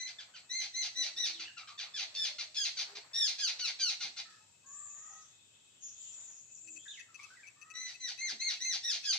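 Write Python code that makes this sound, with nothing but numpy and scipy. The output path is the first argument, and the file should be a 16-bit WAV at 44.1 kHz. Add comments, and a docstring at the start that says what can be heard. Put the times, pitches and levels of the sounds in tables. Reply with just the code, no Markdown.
"""A babbler chatters in a garden tree: each note is a clear arch of harmonics that drops into a rasp.
A cicada on the left starts up in short bursts of clicks, each setting its body ringing.
A small bird wheezes: a whistle shaken so fast that it hisses. Far birds and horns are unsteady tones.
Insects, leaves and garden air are shaped noise; leaves and walls send most of the calls back as echoes."""
import sys
import numpy as np
from scipy import signal
from scipy.fft import rfft, irfft, next_fast_len
from scipy.io import wavfile
from scipy.ndimage import uniform_filter1d

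SR = 44100
rng = np.random.default_rng(int(sys.argv[2]) if len(sys.argv) > 2 else 0)


def generate_wav(sig):
    """Save sig (samples, or channels by samples) to the path in sys.argv[1] as 16-bit PCM at SR."""
    pcm = np.round(np.clip(np.atleast_2d(sig).T, -1, 1) * 32767).astype(np.int16)
    wavfile.write(sys.argv[1], SR, pcm)


N = 404838  # length of the scene in samples
CUTOFF_HZ = 15300  # nothing much is heard above this
# Levels in the tables are those before mixing.


def amp(db):
    """Turn decibels into a gain."""
    return 10 ** (np.asarray(db) / 20)


def rms_one(x):
    """Scale a sound to an average (rms) strength of 1."""
    return x / np.sqrt(np.mean(x ** 2) + 1e-20)


def at_hz(points, hz):
    """Read a curve between its points, on a log-frequency axis."""
    f, value = np.array(points)[:, 0], np.array(points)[:, 1]
    return np.interp(np.log(hz + 1), np.log(f), value)


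def coloured(x, points):
    """Make some frequencies stronger or weaker, following a (f/Hz, gain/dB) curve."""
    size = next_fast_len(N)
    gain = amp(at_hz(points, np.fft.rfftfreq(size, 1 / SR)))
    return irfft(rfft(x, size) * gain, size)[..., :N]


def lowpass_or_band(x, hz, kind):
    """Keep the part of a sound below one frequency, or between two."""
    return signal.sosfilt(signal.butter(2, hz, kind, fs=SR, output="sos"), x)


def flutter(rate_hz):
    """Random wobble up to about rate_hz, with a spread of 1."""
    return rms_one(lowpass_or_band(rng.standard_normal(N), rate_hz, "low"))


def turns_of(hz):
    """Add up a changing pitch into the angle of a vibration, in radians."""
    return 2 * np.pi * np.cumsum(hz) / SR


def played(calls, fade_s):
    """Join calls that follow one another into curves in time, plus a gate open while a call lasts."""
    t = np.arange(N) / SR
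    s, *columns = np.vstack(calls).T
    edges = np.ravel([(c[0][0] - .002, c[0][0], c[-1][0], c[-1][0] + fade_s) for c in calls])
    gate = np.interp(t, np.maximum.accumulate(edges), np.tile([0, 1, 1, 0], len(calls)))
    return [np.interp(t, s, c) for c in columns] + [gate]


def arch(first, middle, last, share):
    """Draw the parabola through three values at the start, middle and end."""
    return np.polyval(np.polyfit([0, .5, 1], [first, middle, last], 2), share)


def ring(x, hz, t60):
    """Let each click set a sine ringing; a unit click gives height 1, and t60 seconds lose 60 dB."""
    r, w = amp(-60 / (t60 * SR)), 2 * np.pi * hz / SR
    return signal.lfilter([0, np.sin(w)], [1, -2 * r * np.cos(w), r * r], x)


# Babbler notes, one row each: start t/s, arch length t/s, drop length t/s,
# onset f/Hz, mid-arch f/Hz, knee f/Hz, onset level/dB, mid-arch level/dB, rasp level/dB,
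# roughness at onset (0-1), roughness at knee (0-1), fundamental level/dB, upper harmonics level/dB.
# The knee is where the arch breaks into the drop; harmonic levels are relative to the second harmonic.
BABBLER_NOTES = [ (0.0, 0.085, .025, 2000, 2053, 2015, -33.5, -40.5, -45, 0.15, 0.69, 6, 1),
                 (.185, 0.0078, 0.036, 1765, 1792, 1746, -45, -39.5, -47, 0.09, 0.06, 0, -12),
                 (.34, 0.0091, 0.042, 1540, 1548, 1560, -42, -48.5, -49, 0, 0.12, 1, -19),
                 (.494, .14, .028, 1882, 2090, 1958, -41.5, -34.5, -39.5, 0.09, 0.73, 1.5, 1),
                 (.737, 0.11, .028, 1915, 2086, 1919, -40, -34, -37, 0.17, 0.87, -1, 1.5),
                 (.951, 0.1, .03, 1900, 2010, 1898, -41.5, -32.5, -37, 0.14, .85, -1, 2),
                 (1.165, .095, .04, 1794, 1962, 1719, -37.5, -32, -34, 0.22, 0.34, -7, 0.5),
                 (1.392, 0.0094, .038, 1440, 1427, 1432, -47, -40, -40.5, 0.37, .45, 0.5, -10),
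                 (1.567, 0.017, .03, 1424, 1399, 1370, -49, -42, -47, .1, 0.23, 4.5, -16),
                 (1.675, 0.0094, 0.032, 1618, 1590, 1571, -35, -48, -49.5, 0.42, 0.48, 4, -24),
                 (1.778, 0.0091, 0.056, 1808, 1820, 1800, -42, -40.5, -39, 0.22, 0.27, -3, -13),
                 (1.938, 0.028, 0.068, 1770, 1754, 1712, -44, -40.5, -33.5, 0.1, 0.21, -5, -5.5),
                 (2.142, 0.099, .045, 1774, 1778, 1736, -41.5, -34, -32.5, .7, 0.19, -7, -1),
                 (2.382, .01, 0.042, 1481, 1465, 1452, -45, -33.5, -38.5, 0.48, 0.47, 1, -1.5),
                 (2.543, 0.096, 0.044, 1777, 1677, 1582, -42.5, -32.5, -32, 0.65, 0.12, -10, 0),
                 (2.764, 0.015, .045, 1533, 1533, 1508, -54, -39.5, -33, .5, 0.47, 1, 2),
                 (2.95, 0.0094, 0.028, 1286, 1244, 1216, -44, -42, -43.5, 0.44, 0.48, 7, -4),
                 (3.134, 0.13, 0.052, 1748, 1845, 1605, -36.5, -29, -32, 0.21, 0.08, -6.5, 4),
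                 (3.38, 0.096, 0.028, 1690, 1626, 1350, -38.5, -32.5, -30.5, 0.69, 0.17, -2.5, 1.5),
                 (3.588, 0.078, 0.036, 1581, 1466, 1274, -39.5, -33.5, -33, 0.68, 0.28, -3, -1),
                 (3.788, .102, .035, 1641, 1519, 1341, -41, -29.5, -33.5, 0.74, 0.11, -2.5, 2),
                 (4.0, 0.019, 0.041, 1513, 1441, 1382, -45, -35.5, -35.5, 0.53, 0.48, 3, 1),
                 (4.166, 0.016, 0.032, 1464, 1412, 1283, -32, -39.5, -40, 0.39, 0.56, 2.5, -.5),
                 (7.739, 0.16, 0.03, 1931, 2018, 1956, -45.5, -40.5, -48, 0.21, 0.67, 8.5, 5.5),
                 (7.998, 0.079, .035, 2096, 1995, 1902, -48.5, -39, -37, 0.25, 0.21, 3.5, 3),
                 (8.185, 0.1, 0.037, 1985, 2129, 1956, -41, -37, -35.5, .15, 0.12, 9, 6.5),
                 (8.396, 0.1, 0.038, 1967, 2166, 1965, -37.5, -30.5, -34.5, 0.18, 0.18, 0, 1),
                 (8.603, 0.12, 0.038, 1893, 2089, 1915, -35.5, -35, -31.5, 0.19, 0.17, 3, 6),
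                 (8.832, 0.075, 0.054, 1768, 1922, 1676, -38.5, -32, -32.5, 0.21, .1, -2, 5),
                 (9.035, .085, 0.035, 1730, 1661, 1469, -43, -32, -29, 0.64, 0.12, -2.5, 3)]
# Colour that throat and beak give the voice: f/Hz, gain/dB
THROAT_COLOUR = [(240, -64), (400, -53), (518, -25.5), (791, -15), (1060, -28), (2220, -10), (3100, -13),
                 (4390, -1), (5030, -10), (6220, -9), (7580, -30), (9370, -27.5), (10600, -57.5),
                 (11800, -37), (15000, -52.5)]


def babbler():
    """Pulses from the voice organ (syrinx); roughness jitters them and lets air rasp through."""
    notes = [babbler_note(*row) for row in BABBLER_NOTES]
    pitch_hz, level_db, rough, low_db, high_db, gate = played(notes, fade_s=0.008)
    rough = np.clip(rough, 0, 1)
    pitch_hz = uniform_filter1d(pitch_hz, size=600)  # muscles bend the pitch smoothly
    waver = (0.00299 + 0.0299 * rough) * flutter(55.65)
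    jitter = .14 * rough ** 2 * flutter(404.4)
    turns = turns_of(pitch_hz * (1 + waver + jitter))
    # Staggered phases soften the pulse.
    harmonics = [np.cos(k * (turns + k / 2)) * (k * pitch_hz < CUTOFF_HZ) for k in range(1, 13)]
    pulses = amp(low_db) * harmonics[0] + harmonics[1] + amp(high_db) * sum(harmonics[2:])
    # Strong and weak cycles taking turns add tones halfway between the harmonics.
    halves = sum(np.cos((k - .5) * turns) for k in range(2, 6))
    pulses += 1.89 * np.maximum(rough - .12, 0) * halves
    pulses *= 1 + 0.92 * rough * flutter(320)  # uneven cycles smear each harmonic but keep its glide
    rasp = 1.48 * rough * rng.standard_normal(N) * (1 + 0.28 * np.cos(turns))
    voice = coloured(np.sqrt(1 - 1.08 * rough) * pulses + rasp, THROAT_COLOUR)
    # Even out the strength first, so that the level curve alone sets the loudness.
    evened = voice / np.sqrt(uniform_filter1d(voice ** 2, size=400) + 1e-12)
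    return evened * amp(level_db - 1.0 + 1.7 * flutter(167)) * gate


ATTACK_S, ATTACK_DB = 0.0066, -9  # each note opens from this far below its onset level
KNEE_DIP_DB = -0.5  # the voice thins where the arch breaks
HALF_DROP, HALF_ROUGH = .42, 0.4447  # midway through the drop: share of the pitch lost, least roughness
RASP_HZ, RASP_ROUGH, RASP_FADE_DB = 749, .82, -5  # foot of the drop
SETTLES_AT, FRAYS_AT = 0.44, .7  # shares of the arch: roughness has settled, roughness moves to the knee's
CLEAR_ROUGH = 0.0791  # roughness of longer arches between those two points
TAIL_S, TAIL_HZ, TAIL_FADE_DB = .035, 650, -19  # the dying tail
SHORT_S = .05  # arches up to this length keep the mean of onset and knee roughness there


def babbler_note(start, arch_s, drop_s, onset_hz, mid_hz, knee_hz, onset_db, mid_db, rasp_db,
                 hoarse, frayed, low_db, high_db):
    """One note as rows of t/s, f/Hz, level/dB, roughness, fundamental/dB, upper/dB: arch, drop, tail."""
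    share = np.linspace(0, 1, num=11)
    knee = start + arch_s
    s = start + arch_s * share
    hz = arch(onset_hz, mid_hz, knee_hz, share)
    level_db = arch(onset_db, mid_db, (mid_db + rasp_db) / 2 + KNEE_DIP_DB, share)
    level_db += ATTACK_DB * np.maximum(1 - (s - start) / ATTACK_S, 0)
    middle_rough = CLEAR_ROUGH if arch_s > SHORT_S else (hoarse + frayed) / 2
    rough = np.interp(share, [0, SETTLES_AT, FRAYS_AT, 1], [hoarse, middle_rough, middle_rough, frayed])
    half_hz = knee_hz - HALF_DROP * (knee_hz - RASP_HZ)
    foot_db = rasp_db + RASP_FADE_DB
    rows = list(zip(s, hz, level_db, rough))
    rows += [(knee + drop_s / 2, half_hz, rasp_db, max(HALF_ROUGH, frayed)),
             (knee + drop_s, RASP_HZ, foot_db, RASP_ROUGH),
             (knee + drop_s + TAIL_S, TAIL_HZ, foot_db + TAIL_FADE_DB, RASP_ROUGH)]
    return [(*row, low_db, high_db) for row in rows]


# Cicada bursts: t/s, click level/dB before the clicks are softened
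CICADA_BURSTS = [(6.495, -64.5), (6.576, -68), (6.6742, -48.5), (6.7616, -48), (6.996, -46.5),
                 (7.1444, -45.5), (7.232, -46), (7.4703, -48), (7.6148, -47.5), (7.702, -46.5),
                 (7.9425, -48), (8.1777, -45.5), (8.4127, -47), (8.5606, -49.5), (8.6517, -47),
                 (8.8845, -47), (9.0306, -46.5)]
# Ringing tones of the cicada's body, main one first: f/Hz, level/dB, time to fall by 60 dB t/s
CICADA_BODY = [(2588, -5.5, 0.062), (4660, -14, 0.02), (6060, -3.5, 0.017), (9997, -15.5, 0.0088),
               (12585, -28, 0.0088)]


def cicada():
    """Four ribs buckle in a burst, thirteen cycles of the body's main ring apart, so in step with it."""
    clicks = np.full(N, 1e-18)  # not quite zero
    gap_s = 13 / CICADA_BODY[0][0]
    for s, click_db in CICADA_BURSTS:
        click_times = s + gap_s * np.arange(4)
        clicks[np.round(click_times * SR).astype(int)] = amp(click_db)
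    soft = lowpass_or_band(clicks, [2000, 11000], "band")
    return sum(amp(level_db) * ring(soft, hz, t60) for hz, level_db, t60 in CICADA_BODY)


# Wheezing bird, one list for each of three phrases: t/s, level/dB, centre f/Hz
WHEEZE_PHRASES = [
    [(4.66, -59, 6800), (4.744, -53.5, 7300), (4.86, -53.5, 7240), (5.092, -57, 6960), (5.232, -63, 6280),
     (5.37, -80, 6970)],
    [(5.8, -68, 6500), (5.832, -49.5, 6550), (5.958, -62, 6420), (6.006, -54, 7200), (6.22, -55, 7050),
     (6.378, -58.5, 6650), (6.495, -67, 7080)],
    [(6.5, -61, 7000), (6.526, -56.5, 7010), (6.678, -60.5, 7350), (6.708, -53, 7240), (6.832, -63, 7220),
     (6.888, -58, 7000), (7.05, -73, 6630)],
]


def wheeze():
    """A thin whistle shaken so fast that it spreads into a hissing band."""
    level_db, hz, gate = played(WHEEZE_PHRASES, fade_s=0.016)
    shake = flutter(320)
    sag = 170 * np.clip(shake, -2.4, 0) ** 2  # deep swings spill downward
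    turns = turns_of(hz + 120 * flutter(12) + 280 * np.tanh(shake) - sag)
    return np.sqrt(2) * np.sin(turns) * amp(level_db + 1.0 * flutter(120)) * gate


def glides(rows, peak_at, rise_db, fall_db):
    """Far calls as rows of t/s, f/Hz, level/dB: the pitch bends, the level rises and falls away."""
    share = np.linspace(0, 1, num=13)
    rise = rise_db * (1 - share / peak_at) ** 2
    fall = fall_db * ((share - peak_at) / (1 - peak_at)) ** 2
    swell_db = np.where(share < peak_at, rise, fall)
    return [np.transpose([s + length_s * share, arch(*hz, share), peak_db + swell_db])
            for s, length_s, *hz, peak_db in rows]


def tone(calls, wobble, order, overtone_db, hoarse_db):
    """An unsteady sine with one overtone at `order` times its pitch; calls may overlap."""
    out = np.zeros(N)
    shake = 1 + wobble * flutter(139)
    grain = amp(hoarse_db * flutter(120))
    for call in calls:
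        s, hz, level_db = np.transpose(call)
        at = np.arange(int(s[0] * SR), int(s[-1] * SR))
        turns = turns_of(np.interp(at / SR, s, hz) * shake[at])
        gain = amp(np.interp(at / SR, s, level_db)) * signal.windows.tukey(len(at), .15)
        out[at] += np.sqrt(2) * gain * (np.sin(turns) + amp(overtone_db) * np.sin(order * turns))
    return out * grain


# Far crowing, pitch of its second harmonic:
# start t/s, length t/s, first f/Hz, middle f/Hz, last f/Hz, peak level/dB
CROWING_GLIDES = [(4.63, 0.33, 1063, 1180, 1142, -66), (4.93, 0.34, 1137, 1264, 1243, -65),
                  (7.55, 0.314, 1155, 1269, 1260, -66)]


def crowing():
    """Far crowing, heard by its second and third harmonics, hence the ratio of 1.5."""
    calls = glides(CROWING_GLIDES, peak_at=0.49, rise_db=-6, fall_db=-12.5)
    return tone(calls, wobble=0.028, order=1.5, overtone_db=-6, hoarse_db=-0.5)


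# Whistles of other birds, and at 4.24 s two tones lingering after the babbler's last notes: start t/s, length
# t/s, first f/Hz, middle f/Hz, last f/Hz, peak level/dB
WHISTLE_GLIDES = [(1.33, 0.11, 3990, 3150, 2250, -54.5), (1.45, 0.038, 2530, 2820, 3020, -53),
                  (1.475, .035, 1910, 1660, 1490, -60), (1.6, 0.049, 1301, 1240, 1241, -61),
                  (1.685, 0.044, 1214, 1211, 1177, -57), (1.85, 0.048, 1157, 1205, 1230, -66.5),
                  (4.24, 0.19, 1299, 1298, 1283, -71.5), (4.24, 0.17, 1787, 1752, 1723, -69),
                  (4.38, .2, 813, 927, 955, -85.5), (5.09, 0.12, 812, 787, 763, -73.5),
                  (6.785, .065, 3170, 3320, 3500, -62), (6.855, 0.023, 1810, 1737, 1640, -54.5),
                  (6.875, 0.093, 3640, 3410, 2440, -52.5), (6.97, 0.042, 2300, 1910, 1686, -54),
                  (7.08, .1, 1360, 1257, 1096, -71.5), (7.18, 0.14, 1067, 1250, 1257, -66.5),
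                  (7.19, 0.039, 2130, 2320, 2300, -58), (7.3, 0.063, 1496, 1565, 1660, -61.5),
                  (7.36, 0.084, 2154, 1730, 1580, -62), (7.43, 0.049, 2470, 2270, 2210, -60)]


def whistles():
    """Nearly pure gliding tones that start fast and fade slowly."""
    calls = glides(WHISTLE_GLIDES, peak_at=0.096, rise_db=-12, fall_db=-9.5)
    return tone(calls, wobble=.032, order=2, overtone_db=-22, hoarse_db=4.0)


# Low far hoots: start t/s, length t/s, first f/Hz, middle f/Hz, last f/Hz, peak level/dB
HOOT_GLIDES = [(.96, .14, 630, 621.6, 653.6, -68), (2.0, 0.19, 648.6, 631, 556, -73.5),
               (2.2, 0.355, 553.3, 605, 600.3, -71)]


def hoots():
    """Low wavering tones, each with a soft octave above it."""
    calls = glides(HOOT_GLIDES, peak_at=0.39, rise_db=-8, fall_db=-13)
    return tone(calls, wobble=0.042, order=2, overtone_db=-15, hoarse_db=4.0)


# Level of far twitter in the hedges: t/s, level/dB
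TWITTER_LEVEL = [(4.3, -81), (4.6, -108), (4.86, -83), (5.15, -76), (5.82, -74), (5.91, -79), (6.01, -67),
                 (6.37, -79.5), (6.46, -100)]


def twitter():
    """Many far small birds blurred into a wavering band: one tone with a quickly shaken pitch."""
    level_db, gate = played([TWITTER_LEVEL], fade_s=0.11)
    turns = turns_of(3400 + 130 * flutter(6) + 250 * flutter(199.8))
    return np.sin(turns) * amp(level_db + 2.8 * flutter(39)) * gate


# Far horns: start t/s, length t/s, first f/Hz, middle f/Hz, last f/Hz, peak level/dB
HORN_GLIDES = [(1.1, .4, 329.4, 329, 327, -70), (2.87, .15, 405.3, 403, 426.7, -67),
               (6.62, .2, 331, 317, 302, -71)]


def horns():
    """Low tones that swell late, each with a faint octave above it."""
    calls = glides(HORN_GLIDES, peak_at=0.72, rise_db=-11, fall_db=-11)
    return tone(calls, wobble=.015, order=2, overtone_db=-19, hoarse_db=4.0)


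# Soft low thumps: t/s, starting level/dB
THUMP_STARTS = [(2.189, -67), (4.05, -65.5), (8.325, -61)]


def thumps():
    """Short puffs of low noise that start at once and fall by 60 dB in a third of a second."""
    t = np.arange(N) / SR
    puffs = sum(amp(start_db - 60 * np.maximum(t - s, 0) / 0.33) * (t > s) for s, start_db in THUMP_STARTS)
    return puffs * rms_one(lowpass_or_band(rng.standard_normal(N), [140, 380], "band"))


FAR_CICADA_HZ, FAR_CICADA_DB = 2584.4, -78.5  # level before mixing


def far_cicadas():
    """Bursts of distant cicadas merge into one thin throbbing line: noise through two ringing filters."""
    throb = amp(2.0 * flutter(11.5))
    once = ring(throb * rng.standard_normal(N), FAR_CICADA_HZ, 0.027)
    return amp(FAR_CICADA_DB) * rms_one(ring(once, FAR_CICADA_HZ, 0.047))


# Level of stirring leaves and blurred far calls: t/s, level/dB
RUSTLE_LEVEL = [(0.0, -71.5), (0.41, -72), (0.69, -90), (0.89, -71.5), (1.43, -71), (1.63, -92),
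                (1.84, -68.5), (2.3, -75), (2.66, -80), (2.89, -60.5), (3.32, -77.5), (3.5, -67),
                (4.6, -87), (5.01, -74.5), (5.75, -88), (6.29, -72), (6.47, -92), (7.29, -78.5),
                (9.18, -86)]
# Their colour: f/Hz, relative level/dB per Hz
RUSTLE_SPECTRUM = [(250, -30.5), (500, -4.5), (700, -2.5), (1300, -2), (2200, -4), (5000, -24.5),
                   (8000, -31)]


def rustle():
    """Patchy dull noise, partly common to both sides."""
    level_db, _ = played([RUSTLE_LEVEL], fade_s=.1)
    white = rng.standard_normal(N) + 1.47 * rng.standard_normal((2, N))
    patches = amp(2.5 * flutter(10))
    return rms_one(coloured(white, RUSTLE_SPECTRUM)) * amp(level_db + 1.5) * patches


# Broad hiss that swells and fades: t/s, level/dB
WASH_LEVEL = [(4.3, -67), (4.66, -89), (4.8, -78), (5.06, -96), (5.19, -72), (5.67, -98), (6.05, -68),
              (6.64, -94), (7.0, -66), (7.08, -87), (7.22, -63.5), (7.6, -84)]


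def wash():
    """Smooth hiss between the twitter and the insect band, separate noise on each side."""
    level_db, gate = played([WASH_LEVEL], fade_s=.1)
    hiss = lowpass_or_band(rng.standard_normal((2, N)), [3200, 6300], "band")
    return rms_one(hiss) * amp(level_db + 4.0) * gate


AIR_DB = -65  # strength of both sides together
# Garden air and insect hiss, left list then right list: f/Hz, relative level/dB per Hz
AIR_SPECTRA = [
    [(30, -32), (70, -26.5), (105, -2), (140, -10.5), (460, -15.5), (700, -20), (1800, -22.5), (3300, -18),
     (5000, -19), (6500, -13.5), (7500, 1), (8200, -8.5), (8900, -47.5), (15000, -25.5)],
    [(30, -24), (70, -12), (105, -5), (140, -8.5), (460, -15.5), (700, -18), (1800, -19), (3300, -13),
     (5000, -16), (6500, -13.5), (7500, -12), (8000, -19), (8600, -46.5), (15000, -28.5)],
]
# How alike the two sides are: f/Hz, share of the power common to both (0-1)
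AIR_LIKENESS = [(60, 1), (300, 0.35), (1200, 0.067)]


def air():
    """Steady noise, alike on both sides in the bass, with the insect band mostly on the left."""
    size = next_fast_len(N)
    common, *own = rfft(rng.standard_normal((3, size)))
    share = np.clip(at_hz(AIR_LIKENESS, np.fft.rfftfreq(size, 1 / SR)), 0, 1)
    sides = [irfft(np.sqrt(share) * common + np.sqrt(1 - share) * o, size)[:N] for o in own]
    return amp(AIR_DB) * rms_one(np.array([coloured(x, c) for x, c in zip(sides, AIR_SPECTRA)]))


def echoes(x, t60, wet_db, sparse):
    """Stereo scatter off leaves and walls: uneven reflections dying away, different on each side."""
    t = np.arange(int(.6 * SR)) / SR
    unevenness_db = sparse * rng.standard_normal((2, len(t)))
    tail = rng.standard_normal((2, len(t))) * amp(unevenness_db - 60 * t / t60)
    tail *= np.minimum(t / 0.0011, 1)  # build up in about a millisecond
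    tail *= amp(wet_db) / np.sqrt(np.sum(tail ** 2, axis=1, keepdims=True))
    return signal.fftconvolve(x[None], tail, axes=1)[:, :N]


# The babbler's treble is weaker on the right: f/Hz, gain/dB
RIGHT_TREBLE = [(6400, 0), (8500, -21.5), (11000, -13.5), (14800, -5)]


def scene():
    """Mix: near voices keep a direct path; the wheeze and the twitter arrive only as echoes."""
    bird = babbler()
    near = np.array([bird, np.roll(bird, shift=2)]) * amp(-3.5)  # two samples later on the right
    near += echoes(bird, t60=0.11, wet_db=-3.0, sparse=4.2)
    near += echoes(bird, t60=0.41, wet_db=-7.5, sparse=9.8)
    near[1] = coloured(near[1], RIGHT_TREBLE)
    # Gains in double brackets are left, then right.
    bugs = cicada() + far_cicadas()
    bugs_left = bugs * amp([[5], [-10.5]]) + echoes(bugs, t60=0.35, wet_db=-11, sparse=3.0)
    wheezing = echoes(wheeze(), t60=0.17, wet_db=4.0, sparse=8.1) * amp([[2.5], [-2.5]])
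    calls = crowing() + whistles() + hoots()
    far = calls + echoes(calls + 2.0 * twitter(), t60=0.34, wet_db=1.0, sparse=3.5)
    low = horns() + thumps()
    return near + bugs_left + wheezing + far + low + rustle() + wash() + air()


def record(dry):
    """Cut the top steeply with a low-pass filter."""
    return signal.sosfilt(signal.cheby2(12, 60, CUTOFF_HZ, fs=SR, output="sos"), dry)


dry = scene()
out = record(dry)
generate_wav(out)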